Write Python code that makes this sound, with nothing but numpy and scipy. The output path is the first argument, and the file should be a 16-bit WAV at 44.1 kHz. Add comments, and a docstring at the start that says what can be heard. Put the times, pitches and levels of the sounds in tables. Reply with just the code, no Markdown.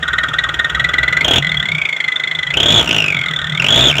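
"""Over a concrete floor, close to a tailpipe with a whistle in it, a diesel idles and is revved three times.
Each firing sends a puff of gas through the whistle: a chirp whose pitch follows the flow, a second,
higher tone and a hiss. With the throttle open, the chirps merge into a shriek over the roar and thump
of the pipe. The floor and the underside of the vehicle reflect the sound; the engine is a faint rush."""
import sys
import numpy as np
from scipy import signal
from scipy.fft import rfft, irfft, next_fast_len
from scipy.io import wavfile
from scipy.ndimage import uniform_filter1d, minimum_filter1d, map_coordinates

SR = 44100
rng = np.random.default_rng(int(sys.argv[2]) if len(sys.argv) > 2 else 0)


def to_wav(s):
    """Save 16-bit WAV."""
    ch = np.atleast_2d(s).T  # columns
    pcm = np.round(np.clip(ch, -1, 1) * 32767)  # PCM
    wavfile.write(sys.argv[1], SR, pcm.astype(np.int16))


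N = 176400

# How fast the engine fires. Each row: time in seconds, puffs per second.
FIRING_RATE = [(0.0, 19.15), (0.278, 19.7), (0.716, 19.17), (0.83, 21.77), (1.089, 20.62), (1.279, 29.21),
               (1.299, 35.94), (1.407, 48.38), (1.535, 37.76), (1.86, 27.11), (2.088, 25.31), (2.361, 26.8),
               (2.411, 23.78), (2.668, 36.65), (2.696, 50.55), (2.856, 64.46), (2.92, 55.19), (3.1, 47.85),
               (3.355, 37.4), (3.538, 37.65), (3.685, 48.93), (3.779, 60.82), (3.942, 73.99), (4.0, 64.46)]
# How strongly gas leaves the pipe. Each row: time in seconds, level in dB.
GAS_FLOW = [(0, -31.5), (1.2, -28.5), (1.25, -23), (1.37, -19), (1.42, -32), (2.5, -35), (2.58, -23),
            (2.78, -19), (2.845, -26), (2.95, -24), (3.2, -32), (3.57, -34), (3.61, -26.5), (3.78, -19.5),
            (3.89, -20), (3.935, -31.5), (4, -20)]
# How the pipe's tip colours high sounds. Each row: frequency in Hz, level in dB.
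TIP_COLOUR = [(900, -3), (3600, 8.5), (4500, -16), (5600, -0.5), (6200, -8.5), (7100, 2.5), (9000, -17.5),
              (10700, -17), (13500, -27.5)]

FRONT_LEAD_S = 0.003  # a puff's front comes this long before its peak


def amp(db):
    """Turn decibels into a number to multiply by."""
    return 10 ** (np.asarray(db) / 20)


def along(points, hz):
    """Read a table of (Hz, value) rows at hz, on a log frequency scale."""
    freqs, values = np.transpose(points)
    return np.interp(np.log(hz + 1), np.log(freqs + 1), values)


def curve(rows, at=None, column=1):
    """Read a column of a time table at the given seconds, or at every sample."""
    columns = np.transpose(rows)
    return np.interp(np.arange(N) / SR if at is None else at, columns[0], columns[column])


def wobble(rate):
    """A smooth curve through `rate` random values a second."""
    return map_coordinates(rng.standard_normal(8192), [np.arange(N) * rate / SR], mode="wrap")


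def filtered(x, response):
    """Multiply each frequency in x by response(hz)."""
    size = next_fast_len(N + SR // 2)
    return irfft(rfft(x, size) * response(np.fft.rfftfreq(size, 1 / SR)), size)[:N]


def noise(spectrum):
    """Noise shaped by (Hz, dB) rows, with an average power of 1."""
    x = filtered(rng.standard_normal(N), lambda hz: amp(along(spectrum, hz)))
    return x / np.sqrt(np.mean(x ** 2) + 1e-20)


def firings(skipped_s=1.405):
    """A running count of firings, and the puff times; one puff drops out as the throttle shuts."""
    cycles = -0.62 + np.cumsum(curve(FIRING_RATE)) / SR
    times = np.interp(np.arange(int(cycles[-1]) + 1), cycles, np.arange(N) / SR)
    return cycles, np.delete(times, np.argmin(np.abs(times - skipped_s)))


def puff(peak_s, tail_db, tail_s, width):
    """One puff swells, then fades. Gives its sample numbers, time from the peak and loudness shape."""
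    i = np.arange(max(int((peak_s - .015) * SR), 0), min(int((peak_s + .08) * SR), N))
    t = i / SR - peak_s
    stretch = width * (30.1 / curve(FIRING_RATE, peak_s)) ** 0.7  # a faster engine gives shorter puffs
    rise, fall = 0.00346 * stretch, 0.0039 * stretch
    swell = np.exp(-.5 * np.where(t < 0, np.abs(t / rise) ** 3, (t / fall) ** 2))
    tail = np.exp(-np.abs(t) / tail_s / stretch) * np.where(t < 0, swell, 1)
    return i, t, (swell + amp(tail_db) * tail) / (1 + amp(tail_db))


def puff_train(times, scatter_db, tail_db, tail_s, width):
    """The loudness shape of all the puffs, each a little louder or softer by chance."""
    out = np.zeros(N)
    for peak_s, chance in zip(times, rng.standard_normal(len(times))):
        i, _, shape = puff(peak_s, tail_db, tail_s, width)
        out[i] += shape * amp(scatter_db * chance)
    return out


def whistle(times):
    """Each puff blows a chirp. 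Two tones compete: when one gains, the other loses."""
    # The main tone near a puff's peak. Each row: time in seconds, pitch in Hz, level in dB.
    main_tone = [(.7, 1875, -7.5), (.76, 1913, -7), (1.218, 2035, -6.5), (1.245, 3190, -3),
                 (1.365, 3394, -2.5), (1.388, 2700, -7), (1.42, 2020, -9), (1.62, 1999, -10.5),
                 (1.79, 2263, -8.5), (2.0, 2071, -8.5), (2.505, 1983, -11.5), (2.575, 3184, -4),
                 (2.78, 3496, 5.5), (2.848, 2920, -20.5), (2.89, 2757, -6), (2.98, 2873, -7),
                 (3.13, 2268, -7.5), (3.45, 1784, -17), (3.575, 2160, -14), (3.6, 2620, -5.5),
                 (3.67, 2663, -6), (3.695, 3360, 0), (3.885, 3467, 2.5), (3.935, 2184, -12.5),
                 (4, 3030, -3)]
    # The high tone fades as the main one nears it. Each row: main pitch in Hz, high tone's level in dB.
    high_levels = [(2200, -17), (2550, -39)]
    # Puffs that squeal on the high tone. 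Each row: time in seconds, boost in dB.
    squeals = [(.89, 6), (1.497, 6.5), (1.572, 9), (1.6, 7), (1.97, 3), (2.16, 7.5), (2.35, 5), (3.365, 10),
               (3.497, 4.5)]
    out, squeal_db = np.zeros(N), np.zeros(len(times))
    for at_s, boost_db in squeals:
        squeal_db[np.argmin(np.abs(times - at_s))] = boost_db
    # At slow idle, early on, the four cylinders blow unevenly.
    cylinder_db = np.resize([-2, -9, -6, 3.5], len(times)) * (times < 0.72)
    flow_db = curve(GAS_FLOW)
    flutter = 0.039 * amp(0.27 * (flow_db - flow_db.mean())) * wobble(900)  # strong flow is ragged
    high_flutter = 0.04 * wobble(700)
    for peak_s, squeal, cylinder in zip(times, squeal_db, cylinder_db):
        detune, start, tilt_db, high_detune, high_start = rng.standard_normal(5)
        hz, main_db = curve(main_tone, peak_s), curve(main_tone, peak_s, column=2)
        # Between its two natural pitches the whistle rasps and stops short; elsewhere it rings on.
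        rasp = np.exp(-((hz - 2670) / 396) ** 2)
        i, t, shape = puff(peak_s, tail_db=-2 - 17 * rasp, tail_s=0.02, width=0.87)
        scoop = (1 - shape) * (t < 0)  # the pitch slides up into the peak
        sag = 0.029 * (np.exp(-np.abs(t) / 0.011) - .5)  # and sinks after it
        bend = (1 + 0.88 * rasp) * (sag - 0.0453 * scoop + flutter[i] * np.sqrt(shape))
        phase = 2 * np.pi * (np.cumsum(hz * (1 + bend + 0.00763 * detune)) / SR + start)
        octave = np.sqrt(shape) * amp(-15.5 + along(TIP_COLOUR, 2 * hz)) * np.sin(2 * phase)
        out[i] += amp(main_db + cylinder - 0.93 * squeal + tilt_db) * shape * (np.sin(phase) + octave)

        # The high tone: a squeal makes it louder and steadier.
        i, t, shape = puff(peak_s, tail_db=-21, tail_s=0.0095, width=1.017)
        high_hz = 3420 + 87 * np.tanh(high_detune)
        high_db = min(along(high_levels, hz), main_db) + squeal - tilt_db
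        scoop = (1 - shape) * (t < 0)
        bend = sag - 0.0895 * scoop + high_flutter[i] * amp(-squeal)
        phase = 2 * np.pi * (np.cumsum(high_hz * (1 + bend)) / SR + high_start)
        out[i] += amp(high_db) * shape * np.sin(phase)
    return out * amp(2 * wobble(450))


def half_blown_whistle(times):
    """Weak flow only half blows the whistle: a hoarse breath, and a falling chirp between puffs."""
    # The breath, mostly below the main tone. Each row: frequency in Hz, level in dB.
    breath_colour = [(800, -47), (1200, -5), (1570, 4), (1750, -21), (1900, -8), (2400, -93.5)]
    # How loud breath and chirps are. Each row: time in seconds, level in dB.
    loudness = [(0, -19), (1.1, -22), (1.9, -36), (3.5, -28)]
    out = noise(breath_colour)
    out *= puff_train(times + 0.003, scatter_db=3.0, tail_db=13, tail_s=0.0081, width=1.71)
    flutter = 0.031 * wobble(600)
    chirp_hz, fall_hz_per_s = 1442, 25000
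    for midway_s in (times[1:] + times[:-1]) / 2:
        detune, strength = rng.standard_normal(2)
        i, t, shape = puff(midway_s, tail_db=-24.5, tail_s=0.0052, width=0.77)
        hz = chirp_hz * (1 + 0.0715 * detune + flutter[i]) - fall_hz_per_s * t
        out[i] += amp(1.5 + 2 * strength) * shape * np.sin(2 * np.pi * np.cumsum(hz) / SR)
    return amp(curve(loudness)) * out


def rushing_gas(times):
    """Swirling gas hisses and roars with every puff; in strong flow each puff starts with a crack."""
    # The roar of the pipe. Each row: frequency in Hz, level in dB.
    roar_colour = [(35, -26.5), (110, 1.5), (650, 4.5), (1150, -6.5), (3300, 1), (5000, -31.5)]
    flow_db = curve(GAS_FLOW)
    t, fronts = np.arange(N) / SR, times - FRONT_LEAD_S
    since_front = np.abs(t - fronts[np.searchsorted(fronts, t) - 1])
    crack = amp(7.5 + flow_db - flow_db.max()) * np.exp(-since_front / 0.00084)
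    hiss = noise(TIP_COLOUR)
    hiss *= puff_train(times, scatter_db=1, tail_db=-33, tail_s=0.009, width=0.7) + crack
    roar = noise(roar_colour)
    roar *= puff_train(times, scatter_db=1.5, tail_db=-10.5, tail_s=0.013, width=0.91) + crack + amp(-8)
    roar_db = -29 + 1.62 * (flow_db - flow_db.mean())  # swings wider than the hiss
    return amp(flow_db + 3.5) * hiss + amp(roar_db) * roar


def thump(times, ring_hz=92, fade_s=0.0053):
    """When the engine works hard, each firing shoves the same low pulse out of the pipe: a bark."""
    flow_db = curve(GAS_FLOW)
    fronts = ((times - FRONT_LEAD_S) * SR).astype(int).clip(0, N - 1)
    shoves, t = np.zeros(N), np.arange(SR // 10) / SR
    shoves[fronts] = amp(-3 + 3.2 * (flow_db[fronts] - flow_db.max()))
    onset = np.exp(-t / 0.00049) - 1
    pulse = np.gradient(onset * np.exp(-t / fade_s) * np.sin(2 * np.pi * ring_hz * t))
    return signal.fftconvolve(shoves, pulse / np.abs(pulse).max())[:N]


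def pipe_boom(cycles):
    """A rumble and tones at 1 to 6 times the firing rate, strongest where the pipe likes to ring."""
    # The pipe's low resonances. Each row: frequency in Hz, level in dB.
    pipe_colour = [(30, -43), (62, 1.5), (110, -9), (155, 14.5), (210, -9.5), (600, -84)]
    # How loud the boom is. Each row: time in seconds, level in dB.
    loudness = [(0, -35), (.68, -35), (.73, -29), (1.25, -31), (1.45, -26.5), (1.78, -31), (1.9, -46),
                (2.4, -39), (2.65, -27.5), (3.39, -32), (3.45, -26.5), (4, -26.5)]
    rate, tones = curve(FIRING_RATE), np.zeros(N)
    for multiple in range(1, 7):
        level_db = along(pipe_colour, multiple * rate) + 6.7 * wobble(17)
        tones += amp(level_db) * np.sin(2 * np.pi * (multiple * cycles + rng.random()))
    tones /= np.sqrt(np.abs(uniform_filter1d(tones ** 2, size=8000)) + 1e-9)  # even out the level
    return amp(curve(loudness)) * (tones + amp(-3) * noise(pipe_colour))


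def floor_echoes(x, delay_s=0.003):
    """Short, dense echoes bounce between the floor and the underside of the vehicle."""
    # How long the echoes last. Each row: frequency in Hz, seconds to fade by 60 dB.
    fade_times = [(2000, 0.075), (8000, 0.036)]
    hz, t, spectrum = signal.stft(rng.standard_normal(SR // 4), SR, nperseg=256)
    fade = amp(-60 * t / along(fade_times, hz)[:, None])
    tail = signal.istft(spectrum * fade, SR, nperseg=256)[1]
    delayed = np.pad(x, (int(delay_s * SR), 0))
    return signal.fftconvolve(delayed, tail / np.linalg.norm(tail))[:N]


def engine_bay():
    """The engine itself is a steady rush from farther away."""
    # The engine's noise. Each row: frequency in Hz, level in dB.
    engine_colour = [(140, -17.5), (650, -4.5), (2100, 0), (4500, -24.5), (7000, -19), (15500, -66)]
    return amp(-35.5) * noise(engine_colour)


def scene():
    """Mix the tailpipe, its echoes and the distant engine into one channel."""
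    cycles, times = firings()
    tip = whistle(times) + half_blown_whistle(times) + rushing_gas(times)
    return (tip + amp(-9) * floor_echoes(tip) + thump(times) + pipe_boom(cycles) + engine_bay())[None]


def record(dry, ceiling=0.93, top_hz=15700):
    """A fast limiter turns down the loudest peaks, then the highest treble is cut off."""
    needed_gain = np.minimum(1, ceiling / (np.abs(dry[0]) + 1e-9))
    gain = uniform_filter1d(minimum_filter1d(needed_gain, size=120), size=120)
    gain *= np.minimum(1, np.arange(N)[::-1] / 100)  # fade out over the last 100 samples
    return filtered(dry[0] * gain, lambda hz: np.clip((top_hz - hz) / 200 + 1, 0, 1))[None]


dry = scene()
out = record(dry)
to_wav(out)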